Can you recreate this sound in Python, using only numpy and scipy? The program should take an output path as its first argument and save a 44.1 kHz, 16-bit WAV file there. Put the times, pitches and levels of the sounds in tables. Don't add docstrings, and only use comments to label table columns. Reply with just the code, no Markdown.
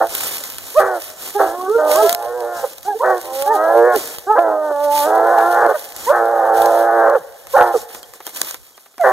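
import sys
import numpy as np
from scipy import signal
from scipy.fft import rfft, irfft, next_fast_len
from scipy.io import wavfile
from scipy.ndimage import map_coordinates

SR = 44100
rng = np.random.default_rng(int(sys.argv[2]) if len(sys.argv) > 2 else 0)


def int16_out(signal):
    q = np.round(np.clip(np.atleast_2d(signal).T, -1, 1) * 32767)
    wavfile.write(sys.argv[1], SR, q.astype(np.int16))


N = 402191

# start in [s], length in [s], loudest moment as a share of the length, pitch at start
# and at end in [Hz], level in [dB], fall after the loudest moment in [dB], upper band over the lower in [dB],
# mouth resonance in [Hz], rattle at the start in [dB].
BARK_ROWS = [(0.0, 0.11, 0.053, 332.7, 380, 3.5, 31, -8.5, 675, 4),
             (.783, 0.24, 0.17, 386.5, 302.5, -12, 9.8, -3, 600, 0),
             (1.381, 0.22, 0.2, 330.8, 361, -11.5, 16, -5, 646, 1),
             (3.027, .2, 0.5, 378.3, 335, -13.5, 11, -1.5, 525, -1),
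             (7.548, 0.22, 0.36, 354.8, 339.5, -9, 11, -4, 760, 5.5),
             (9.03, 0.16, 0.087, 391, 313, -9, 4.6, -3, 585, 2)]
# time in [s], pitch in [Hz], level under about 1 kHz in [dB], upper band
# over the lower in [dB], mouth resonance in [Hz], rattle at a third of the pitch in [dB], roughness [0-1].
HOWL_TRACKS = [
    [(1.77, 310.2, -14.5, -13, 600, -12, 0.7), (1.888, 299, -14.5, -11, 620, -11, 0.8),
     (2.074, 339.6, -12.5, -14, 660, -17, 0.5), (2.16, 345.5, -26.5, -15, 700, -4, 0.4),
     (2.25, 350.2, -23, -12, 800, 2.5, 0.57), (2.3, 360.5, -25.5, -7, 490, -7, 0.56),
     (2.36, 365, -23.5, -17.5, 470, 5, 0.22), (2.44, 359.7, -22, -14.5, 470, 0.5, 0.56),
     (2.55, 351, -26.5, -7, 480, -9, 0.6), (2.59, 343, -26, -8.5, 690, -2, 0.8),
     (2.63, 341.6, -27, -12, 643, 7, 0.62), (2.69, 338, -10, -13, 533, 15, 0.4)],
    [(3.22, 253.6, -33.5, -21, 510, 10, 0.7), (3.418, 273.3, -20, -18.5, 575, -31.5, 0),
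     (3.532, 305.2, -25, -1, 835, -15, 0.1), (3.6, 312, -16.5, -3.5, 745, -7.5, 0.38),
     (3.74, 342, -11.5, -14.5, 620, -5, 0.85), (3.77, 348.3, -8, -18.5, 510, 0, 0),
     (3.88, 365, -10.5, -10, 454, -4, 0.35), (3.954, 353.3, -17.5, -1.5, 790, -8.5, 0.65),
     (4.0, 313, -36, -27, 495, 35.5, 0.9)],
    [(4.35, 359.6, -10, -8, 691, -5, 0.8), (4.375, 354, -19, 1, 705, 18.5, 0.8),
     (4.39, 340.7, -5.5, -12.5, 745, -17, 0.4), (4.402, 349.6, -13, -15.5, 740, -8.5, 0.44),
     (4.5, 314, -15.5, -13, 620, -1.5, 0.7), (4.6, 306.8, -18, -12.5, 603, -15, 0.37),
     (4.69, 297.6, -20.5, -11, 666, -20.5, 0.7), (4.714, 302, -16, -12.5, 627, -5, 0.7),
     (4.74, 292, -20.5, -12.5, 680, -37, 0.65), (4.858, 289.6, -15.5, -16.5, 730, -36, 0.23),
     (4.94, 287.3, -14, -24, 841, -40, 0), (5.04, 296.7, -17.5, -8.5, 840, -30, 0.3),
     (5.08, 318, -14, -11.5, 650, -3, 0.74), (5.196, 333.3, -12.5, -11, 720, -5, 0.8),
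     (5.3, 338.7, -13, -10, 716, 0, 0.65), (5.4, 337.6, -12, -9.5, 753, 0.5, 0.8),
     (5.52, 346.7, -15.5, -6.5, 777.7, -11, 0.76), (5.628, 353.3, -11.5, -4.5, 760, 6.5, 0.8),
     (5.67, 345.2, -9, -12, 672.6, -8, 0.83), (5.683, 338.2, -23, -2.5, 600, 10, 0.9),
     (5.7, 330.3, -8, -10.5, 573, 14, 0.87), (5.745, 318, 3, -5, 594, 0, 1)],
    [(6.108, 352, -16.5, -3, 670, 2, 0.6), (6.16, 357.2, -16.5, -1, 700, 3.5, 0.8),
     (6.23, 344.2, -14.5, -10.5, 650, 3.5, 0.45), (6.332, 341.3, -16, -13, 600, 4, 0.7),
     (6.436, 336.5, -14, -10.5, 700, 9, 0.78), (6.65, 341, -12, -14.5, 650, 4, 0.72),
     (6.78, 342.8, -12.5, -14.5, 674, 3.5, 0.6), (6.9, 341.8, -14.5, -9.5, 670, 3, 0.56),
     (6.98, 340.8, -12.5, -9, 658, 6.5, 0.38), (7.07, 335.7, -11, -7, 646, 5, 0.79),
     (7.12, 347.6, -13, -9, 650, 7, 0.77), (7.165, 374.7, -23, 0, 510, 0.5, 0.33),
     (7.2, 364, -32, 6, 518, 7, .7)],
]
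HOWL_FUNDAMENTAL_DB = [-7.5, -5, -2, 0.5]
# frequency in [Hz], gain in [dB].
THROAT_GAIN = [(100, -53.5), (250, -14.5), (330, -4.5), (490, -1), (620, -3.5), (790, 1), (930, -8.5),
               (1080, -3), (1270, -3.5), (1470, -11), (1700, -12.5), (1900, -19.5), (2300, -37)]
# centre in [Hz], width in [Hz],
# gain within its band in [dB].
BREATH_RESONANCES = [(510, 37.6, 0.5), (800, 150, -2.5), (1095, 170, -2), (1478, 100, -3),
                     (1780, 100, -9.5)]
# frequency in [Hz], time to die by 60 dB in [s].
WOOD_DECAY = [(200, 1.3), (700, 1.32), (1500, 0.76), (3000, 7.6)]
# frequency in [Hz], left minus right in [dB].
DOG_BALANCE = [(250, -4.5), (550, -4.5), (900, -3), (1600, 4.5)]
# time in [s], level in [dB] before the balance of the microphones.
STIR_LEVEL = [(0, -39.5), (1, -38.5), (4.2, -41.5), (4.6, -46.5), (4.9, -37), (6.4, -41.5), (7.4, -44.5),
              (8.55, -43.5), (8.94, -51.5), (9.12, -43.5)]
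# start in [s], length in [s], level in [dB] before the balance of the
# microphones, sag by the end in [dB] (negative grows).
STRIDE_ROWS = [(0.073, 0.15, -23.5, 1.5), (0.155, 0.5, -20, 18), (0.546, 0.3, -36, -8),
               (0.99, 0.2, -25.5, 20), (1.17, 0.38, -25, 15.5), (1.859, 0.31, -19, 9.5),
               (2.505, 0.25, -30.5, 7.5), (2.816, 0.11, -21, 23.5), (3.04, 0.13, -29.5, 15),
               (3.175, 0.31, -33.5, 13), (3.317, 0.22, -22.5, 16), (3.5, 0.11, -28, 9),
               (3.914, 0.28, -22, 12), (4.812, 0.061, -29, 3), (4.894, 0.24, -16.5, 15),
               (5.35, 0.31, -33.5, 15), (5.725, 0.82, -31, 27), (5.931, 0.21, -28, -1.5),
               (6.526, 0.36, -26, 12.5), (7.473, 0.27, -30.5, 12.5), (7.718, 0.16, -23.5, 15),
               (7.883, 0.13, -35.5, -1), (8.12, 0.061, -31, -1), (8.19, 0.033, -29, 10),
               (8.248, 0.092, -20, 20), (8.319, 0.27, -23.5, 16), (8.983, 0.23, -32, 6)]
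# frequency in [Hz], density in [dB per Hz].
CRISP_SPECTRUM = [(40, -22.5), (150, -35), (400, -10), (1500, -7.5), (2600, -3.5), (4000, -5.5),
                  (8000, -7.5), (11500, -2), (15000, -4.5)]
# frequency in [Hz], density in [dB per Hz].
SHARED_SPECTRUM = [(40, -16.5), (200, -6), (500, 2.5), (1500, -2.5), (2500, -33), (4000, -9.5), (7000, -3),
                   (15000, -23)]
# time in [s], rumble in [dB] before its wobble and side gains.
HANDLING_LEVEL = [(0.0, -57), (1.04, -60), (6.168, -56.5), (6.249, -66), (7.699, -61.5), (8.5, -63),
                  (8.89, -78), (9.12, -51)]
# time in [s], nominal level of the sharp burst in [dB], knock
# relative to it in [dB] before filtering.
CLICK_ROWS = [(0.235, -5, -29), (0.5837, -8.5, -10), (0.958, -20, -17), (1.021, -13, -26),
              (1.102, -16, -25), (2.094, 5, -30), (2.1276, 3.5, -27), (2.148, 1.5, -34), (2.783, -17, -19),
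              (3.1804, -18.5, -17), (3.214, -13, -25), (3.423, -5.5, -13), (4.1846, -8, -32),
              (4.8313, -23, -17), (5.386, -12.5, -11), (5.4066, -25, 6), (5.664, -17.5, -18),
              (6.659, -6.5, -26), (7.099, -17.5, -20), (7.47, -19, -6), (7.9033, -37, 13),
              (7.9483, -17, -3), (8.03, -17.5, -11), (8.137, -21, -5), (8.204, -27.5, 8.5),
              (8.267, -8.5, -11), (8.275, -14, -5), (8.293, -20, -8), (8.36, -12.5, -25), (8.4158, 6, -35),
              (8.4726, -29, 4), (8.51, -8.5, -21), (8.544, -11.5, -8), (8.7784, -27.5, 0),
              (8.86, -40.5, 12), (8.941, -41, 4), (8.981, -21.5, 2), (9.0117, -18, -3)]
# loudest moment in [s], rise in [s], fall in [s], pitch at start, loudest moment and end
# in [Hz], level of the first partial in [dB], swell in [dB], fade in [dB], second and third partial over the
# first in [dB], depth of the hoarse flutter in [dB].
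YELP_ROWS = [(.785, 0.049, 0.029, 346, 628.5, 550, -5, 43, 17, -8.5, -29, -24),
             (1.375, 0.031, 0.1, 378, 414.7, 360, -20.5, 6, 4.9, 2, -11, -33),
             (1.62, 0.12, 0.091, 351.7, 366, 393, -30, 14, 2.4, 2, 0, -11.5),
             (1.766, 0.095, 0.053, 379, 466.6, 457, -13.5, 11, 12, -18, -11.5, -20),
             (2.0, 0.054, 0.027, 333, 429.7, 433, -23, 8.6, 6, 7.5, 2, -28),
             (2.045, .03, 0.052, 430.6, 428, 350, -14.5, 8, 33, -8, -4.5, -29),
             (2.645, .03, 0.019, 581, 517, 493, -18, 28, 23, 0, -31, -18),
             (2.889, 0.043, 0.07, 337, 417, 368, -30, 15, 15, 13, -18.5, -15.5),
             (2.965, 0.026, 0.027, 408, 450, 450, -22.5, 12, 32, -19, -34, -13),
             (3.045, 0.056, 0.013, 415, 650, 680, -13.5, 26, 17, 2, -32, -8),
             (3.519, 0.066, 0.068, 371, 446.4, 330, -23, 13, 11, 9.5, -10, -18),
             (3.958, 0.032, 0.042, 465, 448, 300, -16, 14, 31, -10.5, -17.5, -9.5),
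             (4.316, 0.053, 0.048, 346, 433, 409, -21.5, 12.7, 3.7, 6.5, 0, -17),
             (4.385, 0.038, 0.019, 430, 553.4, 600, -15, 7.3, 22, 0.5, -22.5, -10),
             (5.757, .022, 0.022, 643, 617, 517, -20.5, 5.1, 15, 1, -13, -7),
             (6.108, 0.048, 0.02, 416, 585, 640, -7.5, 27, 6.9, 5, -18, -16),
             (7.158, 0.041, 0.033, 575, 546, 380, -12, 21, 21, -7, -50, -10.5),
             (7.2, .02, 0.039, 215, 178, 95, -51, 8, 10, -26.5, -45.5, -8),
             (7.552, 0.021, 0.018, 506, 537, 650, -7.5, 21, 13, -4, -16.5, -20),
             (7.752, 0.019, 0.036, 588, 490, 395, -13, 9.3, 21, -7, -11, -12),
             (9.025, 0.036, 0.034, 767, 675, 542, -10, 22, 11, -22, -26, -19)]
CRACK_RATIOS = (1.6, 2.5)
# time in [s], peak in [dB].
SQUEAKS = [(8.04, -37.5), (8.27, -33), (8.75, -47)]

BAND_SPLIT_HZ = 1050
UPPER_MOUTH = 4.48
FUNDAMENTAL_PER_DB = 0.14
UPPER_RATTLE_DB = -5
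DOUBLING = .12
HOARSE_SHARE = .45
BARK_SWELL_DB, BARK_SWELL_BEND = 32, 2.2
BARK_FALL_BEND, BARK_RELEASE_DB = 0.45, 3
BARK_DULLS_DB, BARK_RATTLE_LOSS_DB = 10.5, 7
BARK_ROUGH, BARK_CLEARS = 1, 0.46
BARK_FUNDAMENTAL_DB = 0.5
STRIDE_RISE_S, STRIDE_STOP_S = 0.068, 0.045
BIGGEST_CRACK = 6.5
APART_DB = -14.5
PORT_LAG_S = 17.3 / SR
FOURTH_DB = -6.5
GLIDE_BEND, SWELL_BEND, FADE_BEND = 1.6, 1.5, 1.96
CRACK_RISING_HZ, CRACK_FALLING_HZ = 510, 650
CRACK_DB = -7
CHIRP_HZ, CHIRP_S = 3200, .006
TOP_HZ = 15700


def amp(db):
    return 10 ** (np.asarray(db) / 20)


def unit(x):
    return x / np.sqrt(np.mean(x ** 2) + 1e-20)


def along(points, hz):
    f, v = np.transpose(points)
    return np.interp(np.log(hz + 1), np.log(f + 1), v)


def wobble(rate, size, count=1):
    knots = rng.standard_normal((count, int(size * rate / SR) + 4))
    return np.array([map_coordinates(k, [np.arange(size) * rate / SR], order=2) for k in knots])


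def filtered(x, response):
    m = next_fast_len(N + SR // 2)
    return irfft(rfft(x, m) * response(np.fft.rfftfreq(m, 1 / SR)), m)[..., :N]


def call(rows, rise, fall):
    s, *cols = np.transpose(rows)
    start = round(s[0] * SR)
    t = np.arange(start, min(round(s[-1] * SR), N)) / SR
    ends = np.clip(np.minimum((t - s[0]) / rise, (s[-1] - t) / fall), 0, 1)
    return start, t, ends ** 2, [np.interp(t, s, c) for c in cols]


def barks():
    tracks = []
    u = np.linspace(0, 1, 15)
    for s, length, top, hz0, hz1, db, loss_db, upper_db, mouth_hz, rattle_db in BARK_ROWS:
        swell_db = BARK_SWELL_DB * np.maximum(top - u, 0) ** BARK_SWELL_BEND
        fall_db = loss_db * np.maximum((u - top) / (1 - top), 0) ** BARK_FALL_BEND
        tracks.append(np.column_stack([
            s + u * length,
            hz0 + (hz1 - hz0) * u ** 3,
            db - swell_db - fall_db - BARK_RELEASE_DB * u ** 5,
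            upper_db - BARK_DULLS_DB * u,
            np.full(len(u), mouth_hz),
            rattle_db - BARK_RATTLE_LOSS_DB * u,
            BARK_ROUGH * (1 - BARK_CLEARS * u),
            np.full(len(u), BARK_FUNDAMENTAL_DB)]))
    return tracks


def howls():
    return [[(*row, db + FUNDAMENTAL_PER_DB * row[-2]) for row in rows]
            for rows, db in zip(HOWL_TRACKS, HOWL_FUNDAMENTAL_DB)]


def breath(gains):
    def rings(hz):
        parts = BREATH_RESONANCES[:2], BREATH_RESONANCES[2:]
        return np.array([sum(amp(db) / (1 + ((hz - centre) * 2 / width) ** 2) for centre, width, db in part)
                         for part in parts])

    low, high = filtered(rng.standard_normal((2, N)), rings)
    return unit(low) * gains[0] + unit(high) * gains[1]


def bays():
    out, gains = np.zeros(N), np.zeros((2, N))
    k = np.arange(1, 21)[:, None]
    voice, fundamental = k % 3 == 0, k == 3
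    for rows in barks() + howls():
        start, t, ends, columns = call(rows, rise=.02, fall=.05)
        pitch, db, upper_db, first_hz, rattle_db, roughness, low_db = columns
        rough, second_hz = np.clip(roughness, 0, 1), UPPER_MOUTH * pitch
        jitter = (.002 + .006 * rough) * wobble(45, len(t))[0] + .006 * wobble(18, len(t))[0]
        hz = k * pitch / 3 * (1 + jitter)
        low = hz < BAND_SPLIT_HZ

        size_db = along(THROAT_GAIN, hz) + ~voice * (rattle_db + UPPER_RATTLE_DB * ~low)
        size_db = size_db - 22 * (k < 3) + low_db * fundamental
        size_db = size_db + np.where(fundamental, 2, 4.5) * np.tanh(wobble(16, len(t), count=20))
        first_ring = 3 / (1 + ((hz - first_hz) / 85) ** 2)
        second_ring = 3 / (1 + ((hz - second_hz) / 130) ** 2)
        size = amp(size_db) * (1 + first_ring + second_ring)
        low_rms = np.sqrt(np.sum(low * size ** 2, axis=0) / 2)
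        high_rms = np.sqrt(np.sum(~low * size ** 2, axis=0) / 2)
        size = np.where(low, size / low_rms, size / high_rms * amp(upper_db))

        smear = rough * np.where(fundamental, .05, np.where(voice, .4, .75)) * (hz / 650) ** .3
        shake, sway = 1.5 * np.tanh(wobble(90, len(t), count=40) / 1.5).reshape(2, 20, -1)
        lag = np.arctan((hz - first_hz) / 200) + np.arctan((hz - second_hz) / 250)
        lag = lag + 1.6 * wobble(4, len(t), count=20)
        turn = 2 * np.pi * np.cumsum(hz, axis=1) / SR - lag
        doubling = DOUBLING * rough * (1 + np.tanh(wobble(6, len(t))[0]))
        puffs = 1 + doubling * np.cos(turn[0] / 2 - hz / 160)
        size = size * np.where(fundamental, 1, puffs)
        wave = amp(4.5 * smear * shake) * np.sin(turn + 1.5 * smear * sway)

        noisy = HOARSE_SHARE * rough ** 3 * np.clip(amp(rattle_db), 0, 1)
        level = amp(db) * ends
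        out[start:][:len(t)] += level * np.sqrt(1 - noisy) * np.sum(size * wave, axis=0)
        gains[:, start:][:, :len(t)] += level * np.sqrt(noisy) * amp([0 * t, upper_db])
    return out + breath(gains)


def wood(x):
    hz, t, z = signal.stft(rng.standard_normal((2, SR)), SR, nperseg=256)
    decay_db = -60 * t / along(WOOD_DECAY, hz)[:, None]
    z = z * amp(decay_db + 1.6 * rng.standard_normal(len(t)))
    tail = signal.istft(z, SR, nperseg=256)[1]
    tail[1] = 0.75 * tail[0] + 0.73 * tail[1]
    late = np.pad(x, (1500, 0))[None]
    return signal.fftconvolve(late, tail / np.linalg.norm(tail[0]), axes=1)[:, :N]


def wading():
    t = np.arange(N) / SR
    power = amp(np.interp(t, *np.transpose(STIR_LEVEL))) ** 2
    for s, length, db, sag_db in STRIDE_ROWS:
        ends = np.clip(np.minimum((t - s) / STRIDE_RISE_S, (s + length - t) / STRIDE_STOP_S), 0, 1)
        stride = ends * amp(db - sag_db * np.clip((t - s) / length, 0, 1))
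        power = power + stride ** 2
    return np.sqrt(power)


def crackle(density, spread_db):
    sizes = amp(spread_db * np.minimum(rng.exponential(1, N), BIGGEST_CRACK))
    cracks = (rng.random(N) < density / SR) * sizes
    swell = signal.lfilter([1], [1, -np.exp(-1 / (0.002 * SR))], cracks)
    drift_db = (1.5 * wobble(40, N) + 1.5 * wobble(12, N))[0]
    return unit(rng.standard_normal(N) * (3 + swell) * amp(drift_db))


def crisp():
    return unit(filtered(crackle(250, 4), lambda hz: amp(along(CRISP_SPECTRUM, hz))))


def leaves():
    level = wading()
    sharp, knock = clicks()
    near = level * crisp() + sharp
    dull = unit(filtered(crackle(150, 3.3), lambda hz: amp(along(SHARED_SPECTRUM, hz))))
    both = level * amp(-8.5) * dull + knock
    late = filtered(near, lambda hz: np.exp(-2j * np.pi * hz * PORT_LAG_S))
    apart = np.array([crisp(), crisp()])
    return amp([[.5], [1.5]]) * np.array([late, -near]) + amp(APART_DB) * level * apart + both


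def rumble():
    level = amp(np.interp(np.arange(N) / SR, *np.transpose(HANDLING_LEVEL)) + 7.7 * wobble(18, N)[0])
    corner_hz = np.array([[150], [90]])
    noise = filtered(rng.standard_normal((2, N)), lambda hz: hz / (hz + 25) / (1 + (hz / corner_hz) ** 3))
    mid, side = level * unit(noise)
    return np.array([amp(-13) * mid + amp(3) * side, amp(-12) * mid - amp(5) * side])


def clicks():
    sharp, knock = np.zeros(N + SR), np.zeros(N + SR)
    t = np.arange(SR // 20) / SR
    for s, db, body_db in CLICK_ROWS:
        start = round(s * SR)
        burst, body = rng.standard_normal((2, len(t)))
        sharp[start:][:len(t)] += amp(db - 6 - 60 * t / 0.0086) * burst
        knock[start:][:len(t)] += amp(db + body_db - 60 * t / 0.052) * body
    return sharp[:N], filtered(knock[:N], lambda hz: 1 / (1 + (hz / 2000) ** 4) / (1 + (300 / (hz + 1)) ** 4))


def yelps():
    out = np.zeros(N)
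    for s, rise_s, fall_s, hz0, hz1, hz2, db, swell_db, fade_db, second_db, third_db, hoarse_db in YELP_ROWS:
        start, t, ends, (away,) = call([(s - rise_s, -1), (s, 0), (s + fall_s, 1)], rise=.009, fall=.01)
        rising, distance = away < 0, np.abs(away)
        bend = GLIDE_BEND if hz1 > max(hz0, hz2) else 1
        pitch = hz1 + (np.where(rising, hz0, hz2) - hz1) * distance ** bend
        drop_db = np.where(rising, swell_db, fade_db) * distance ** np.where(rising, SWELL_BEND, FADE_BEND)

        fourth_db = second_db + FOURTH_DB + along(THROAT_GAIN, 4 * pitch)
        turn = 2 * np.pi * np.cumsum(pitch * (1 + .008 * wobble(60, len(t))[0])) / SR
        flutter_db = np.array([[2], [3], [4], [5]]) * wobble(45, len(t), count=4)
        first = amp(flutter_db[0]) * np.sqrt(2) * np.sin(turn)
        upper = sum(amp(partial_db + flutter_db[k]) * np.sqrt(2) * np.sin((k + 1) * turn + k)
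                    for k, partial_db in enumerate([second_db, third_db, fourth_db], 1))

        past_rising = (pitch - CRACK_RISING_HZ) * (hz2 > hz1 > hz0)
        past_falling = (CRACK_FALLING_HZ - pitch) * (hz2 < hz1 < hz0)
        crack = np.clip((past_rising + past_falling) / 40, 0, 1)
        low_line = amp(CRACK_DB + flutter_db[1]) * np.sin(CRACK_RATIOS[0] * turn + flutter_db[1] / 3)
        high_line = amp(CRACK_DB - 6 + flutter_db[3]) * np.sin(CRACK_RATIOS[1] * turn + flutter_db[2] / 3)
        tone = first + (1 - .85 * crack) * upper + crack * (low_line + high_line)

        hoarse = 1 + amp(hoarse_db) * wobble(300, len(t))[0]
        out[start:][:len(t)] += ends * amp(db - drop_db) * tone * hoarse
    return out


def chirps():
    t = np.arange(N) / SR
    tone = np.sin(2 * np.pi * CHIRP_HZ * t)
    return sum(amp(db) * np.exp(-((t - s) / CHIRP_S) ** 2) * tone for s, db in SQUEAKS)


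def toward(dogs):
    def half_each(hz):
        left_over_right = np.log(amp(along(DOG_BALANCE, hz))) - 2j * np.pi * hz * 4e-5
        return np.exp(left_over_right * [[.5], [-.5]])

    return filtered(dogs, half_each)


def scene():
    dogs = bays() + yelps()
    return toward(dogs) + amp(-15) * wood(dogs) + leaves() + chirps() + rumble()


def record(dry):
    clipped = dry / (1 + np.abs(dry) ** 12) ** (1 / 12)
    return np.clip(filtered(clipped, lambda hz: 1 / (1 + (hz / TOP_HZ) ** 200)), -1, 1)


dry = scene()
out = record(dry)
int16_out(out)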